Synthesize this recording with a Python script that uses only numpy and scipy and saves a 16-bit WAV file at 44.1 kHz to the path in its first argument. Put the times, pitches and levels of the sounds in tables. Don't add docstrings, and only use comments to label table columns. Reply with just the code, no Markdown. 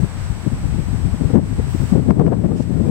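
import sys
import numpy as np
from scipy import signal
from scipy.fft import rfft, irfft, next_fast_len
from scipy.io import wavfile
from scipy.ndimage import map_coordinates

SR = 44100
rng = np.random.default_rng(int(sys.argv[2]) if len(sys.argv) > 2 else 0)


def transcribe(u):
    v = np.clip(np.atleast_2d(u).T, -1, 1)
    q = np.round(v * 32767).astype(np.int16)
    wavfile.write(sys.argv[1], SR, q)


N = 127890
T = np.arange(N) / SR


def amp(db):
    return 10 ** (np.asarray(db) / 20)


def curves(rows):
    knots_s, *columns = np.transpose(rows)
    return [np.interp(T, knots_s, column) for column in columns]


def bump(centre_s, width_s):
    return .5 ** ((2 * (T - centre_s) / width_s) ** 2)


def wobble(knots_per_s):
    return map_coordinates(rng.standard_normal(400), [T * knots_per_s], mode="mirror")


def filtered(x, response):
    n = x.shape[-1]
    padded = next_fast_len(n + SR // 4)
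    return irfft(rfft(x, padded) * response(np.fft.rfftfreq(padded, 1 / SR)), padded)[..., :n]


def coloured(white, spectrum):
    knots_hz, db = np.transpose(spectrum)
    noise = filtered(white, lambda hz: amp(np.interp(np.log(hz + 1), np.log(knots_hz), db)))
    return noise / noise.std()


# f/Hz, relative level/dB
EDDY_SPECTRUM = [(15, -9.5), (60, 3), (125, 2), (200, -6.5), (300, -15), (450, -25.5), (800, -41.5),
                 (1600, -60.5), (4000, -72), (9000, -120)]


def port_roar(power, speed, bass_cut_hz=37.5, smooth_s=.024, flutter_db=1.8):
    eddies = coloured(rng.standard_normal(2 * N), EDDY_SPECTRUM)
    pressure = map_coordinates(eddies, [np.cumsum(speed)], mode="mirror")
    pressure = filtered(pressure, lambda hz: (1j * hz / (bass_cut_hz + 1j * hz)) ** 2)
    lag_s = np.arange(-SR // 10, SR // 10 + 1) / SR
    window = np.exp(-8 * (lag_s / smooth_s) ** 2)
    local_power = np.abs(signal.fftconvolve(pressure ** 2, window / window.sum(), "same"))
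    return pressure * np.sqrt(power / (local_power + 1e-9)) * amp(flutter_db * wobble(45))


# t/s, level/dB, speed/breeze
GUSTS = [(0, -11.5, 1.1), (.09, -24.5, .8), (.22, -20, .75), (.42, -24, .9), (.59, -23, .95),
         (.74, -15, .9), (.85, -21, .85), (.94, -14, 1), (1.18, -22.5, .9), (1.31, -19.5, 1.4),
         (1.41, -17, 1.4), (1.47, -22, 1.1), (1.62, -18, .9), (1.72, -20, .85), (1.89, -19.5, 1),
         (1.98, -12.5, 1.5), (2.04, -17, 1.3), (2.15, -14, 1.6), (2.3, -13.5, 1.8), (2.41, -15.5, 1.45),
         (2.5, -16, 1.9), (2.64, -20.5, 1.3), (2.73, -13, 1.4), (2.9, -13, 1.5)]
# t/s, peak level/dB, width/s, speed/breeze
BUFFETS = [(0.04, -9, .013, 1.22), (0.311, -14, 0.022, .85), (0.444, -23, .014, 1.67),
           (0.475, -8.5, .012, 1.33), (0.532, -12.5, 0.02, 1.04), (0.65, -9.5, 0.018, .75),
           (.762, -13, .02, .9), (.794, -10.5, 0.017, 1.1), (1.058, -11, 0.035, 0.77),
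           (1.139, -10, .015, 1.05), (1.218, -13.5, 0.017, 1.4), (1.253, -7, .02, 1.2),
           (1.306, -13, .012, 2.3), (1.345, -4.5, .014, 1.605), (1.358, -3.5, 0.015, 1.624),
           (1.374, -6.5, .022, 2.3), (1.427, -14, 0.012, 1.244), (1.518, -12.5, 0.015, 1.06),
           (1.595, -7, .014, 1.3), (1.753, -14, 0.014, 1.094), (1.809, -8.5, .019, 1.036),
           (1.837, -12.5, 0.014, 1.037), (1.932, -4.5, 0.011, 1.65), (1.957, -6.5, .014, 1.7),
           (1.99, -12, .02, 1.5), (2.103, -2.5, .026, 1.7), (2.2, -5, .011, 2.1), (2.214, -10, .014, 3),
           (2.262, -8.5, 0.0097, 1.64), (2.279, -9.5, 0.0073, 3.01), (2.328, -9.5, .016, 2.61),
           (2.448, -10.5, 0.011, 2.38), (2.459, -7.5, 0.013, 1.5), (2.521, -14.5, 0.015, 2.08),
           (2.603, -9, 0.0097, 1.61), (2.712, -16.5, 0.017, 1.53), (2.807, -9, 0.017, 1.55)]
# t/s, level/dB, speed/breeze
LEE_WIND = [(0, -43, 0.73), (.26, -31.5, 0.5), (.49, -45, 0.69), (.55, -25, 0.63), (.8, -34, 0.71),
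            (1.13, -34, 0.68), (1.56, -25.5, 0.82), (1.75, -34.5, 0.67), (1.96, -27, 0.73),
            (2.13, -29.5, 0.77), (2.22, -19.5, 1.15), (2.36, -29.5, 0.99), (2.55, -25.5, 0.94),
            (2.68, -36.5, .75), (2.9, -29, 0.73)]


def wind():
    gust_db, gust_speed = curves(GUSTS)
    lee_db, lee_speed = curves(LEE_WIND)
    powers = np.array([amp(db) ** 2 * bump(at_s, width_s) for at_s, db, width_s, _ in BUFFETS]) + 1e-12
    buffet_power = powers.sum(0)
    buffet_speed = np.array(BUFFETS)[:, 3] @ powers / buffet_power
    exposed = port_roar(amp(gust_db) ** 2, gust_speed) + port_roar(buffet_power, buffet_speed)
    sheltered = port_roar(amp(lee_db) ** 2, lee_speed)
    return np.array([exposed, sheltered])


# f/Hz, relative level/dB
WATER_SPECTRUM = [(60, -8), (250, -4), (450, 2.5), (850, 4), (1300, -1.5), (2000, -7.5), (3000, -16.5),
                  (6000, -51.5), (16000, -66)]


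def meltwater(base_db=-44, waver_db=.32):
    return amp(base_db + waver_db * wobble(6)) * coloured(rng.standard_normal(N), WATER_SPECTRUM)


# f/Hz, relative level/dB
HISS_LEFT = [(100, 6.5), (700, -9), (1400, 0), (2300, -2.5), (3500, -6.5), (5500, -8.5), (7500, -14.5),
             (9000, -15.5), (12000, -18), (16000, -26)]
HISS_RIGHT = [(100, 12.5), (900, 0.5), (1300, 0.5), (2000, -0.5), (3300, -8.5), (6000, -10.5), (8100, -5),
              (8800, -13.5), (12000, -17.5), (16000, -22.5)]


def hiss(base_left_db=-42, base_right_db=-39.5, antiphase_share=.3):
    left, right = np.sqrt(1 - antiphase_share) * rng.standard_normal((2, N))
    opposed = np.sqrt(antiphase_share) * rng.standard_normal(N)
    return np.array([amp(base_left_db) * coloured(left + opposed, HISS_LEFT),
                     amp(base_right_db) * coloured(right - opposed, HISS_RIGHT)])


# f/Hz, left base level/dB, right base level/dB
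WHINE_TONES = [(7867, -56.5, -50), (8265, -72, -49.5)]


def whine(frames_per_s=30):
    polarity = np.tanh(20 * np.sin(np.pi * frames_per_s * T))
    tones = sum(amp([[left_db], [right_db]]) * np.sin(2 * np.pi * hz * T)
                for hz, left_db, right_db in WHINE_TONES)
    return polarity * tones


# f/Hz, relative level/dB
SWELL_SPECTRUM = [(200, -3), (700, -9), (1400, 6), (2200, -7.5), (3500, -12), (5500, -11), (8000, -19),
                  (16000, -45)]


def air_swell(crest_s=.23, width_s=.13, peak_db=-42.5):
    return amp(peak_db) * bump(crest_s, width_s) * coloured(rng.standard_normal((2, N)), SWELL_SPECTRUM)


# t/s, peak level/dB
CRACKS = [(1.358, -25), (2.108, -16.5), (2.198, -22.5), (2.265, -24), (2.458, -32.5)]
# f/Hz, relative level/dB
CRACK_SPECTRUM = [(400, -1), (900, 11.5), (2200, -3.5), (4000, -19), (8000, -25), (16000, -47)]


def cracks(width_s=.0043):
    bursts = sum(amp(db) * bump(at_s, width_s) for at_s, db in CRACKS)
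    return np.array([bursts * coloured(rng.standard_normal(N), CRACK_SPECTRUM), np.zeros(N)])


# t/s, length/s, body level/dB, initial fizz level/dB
RUBS = [(1.679, .23, -46.5, -49), (2.546, 0.065, -46.5, -65)]
# t/s, level/dB
TICKS = [(1.675, -44), (2.623, -43.5)]
# f/Hz, relative level/dB
BODY_SPECTRUM = [(500, -14.5), (1500, -4), (2700, 3), (4000, -6), (5500, 1.5), (6400, -6), (7300, 1),
                 (8400, 1), (9500, -12), (12000, -26.5), (16000, -27)]
FIZZ_SPECTRUM = [(4000, -26), (9000, -3), (12000, -11), (15000, 0), (16000, -2.5)]


def handling(attack_s=.025, release_s=.029, fizz_fade_db_per_s=16, tick_t60_s=.045, left_gain_db=-7.5):
    body_envelope, fizz_envelope = np.zeros((2, N))
    for start_s, length_s, body_db, fizz_db in RUBS:
        age_s = np.maximum(T - start_s, 0)
        stroke = np.minimum(age_s / attack_s, 1) * np.exp(-np.maximum(age_s - length_s, 0) / release_s)
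        body_envelope += amp(body_db) * stroke
        fizz_envelope += amp(fizz_db - fizz_fade_db_per_s * age_s) * stroke
    for start_s, db in TICKS:
        body_envelope += (T >= start_s) * amp(db - 60 * np.abs(T - start_s) / tick_t60_s)
    body = body_envelope * coloured(rng.standard_normal((2, N)), BODY_SPECTRUM)
    fizz = fizz_envelope * coloured(rng.standard_normal((2, N)), FIZZ_SPECTRUM)
    return (body + fizz) * amp([[left_gain_db], [0]])


# t/s, gain/dB
BACKGROUND_GAIN = [(0, 0.5), (1.335, 0), (1.385, -7.5), (1.47, -1.5), (1.66, 0.5), (1.92, 1.6), (2.02, -4),
                   (2.10, -2.5), (2.125, -7.5), (2.22, -7.5), (2.3, -7.5), (2.5, -6), (2.9, -2.5)]


def scene():
    background_db, = curves(BACKGROUND_GAIN)
    return (wind() + amp(background_db) * (meltwater() + hiss() + whine())
            + air_swell() + cracks() + handling())


def record(dry, ceiling=1.0, band_limit_hz=15850):
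    clipped = dry / (1 + np.abs(dry / ceiling) ** 10) ** (1 / 10)
    end_fades = signal.windows.tukey(N, .001)
    return filtered(clipped * end_fades, lambda hz: hz < band_limit_hz)


dry = scene()
out = record(dry)
transcribe(out)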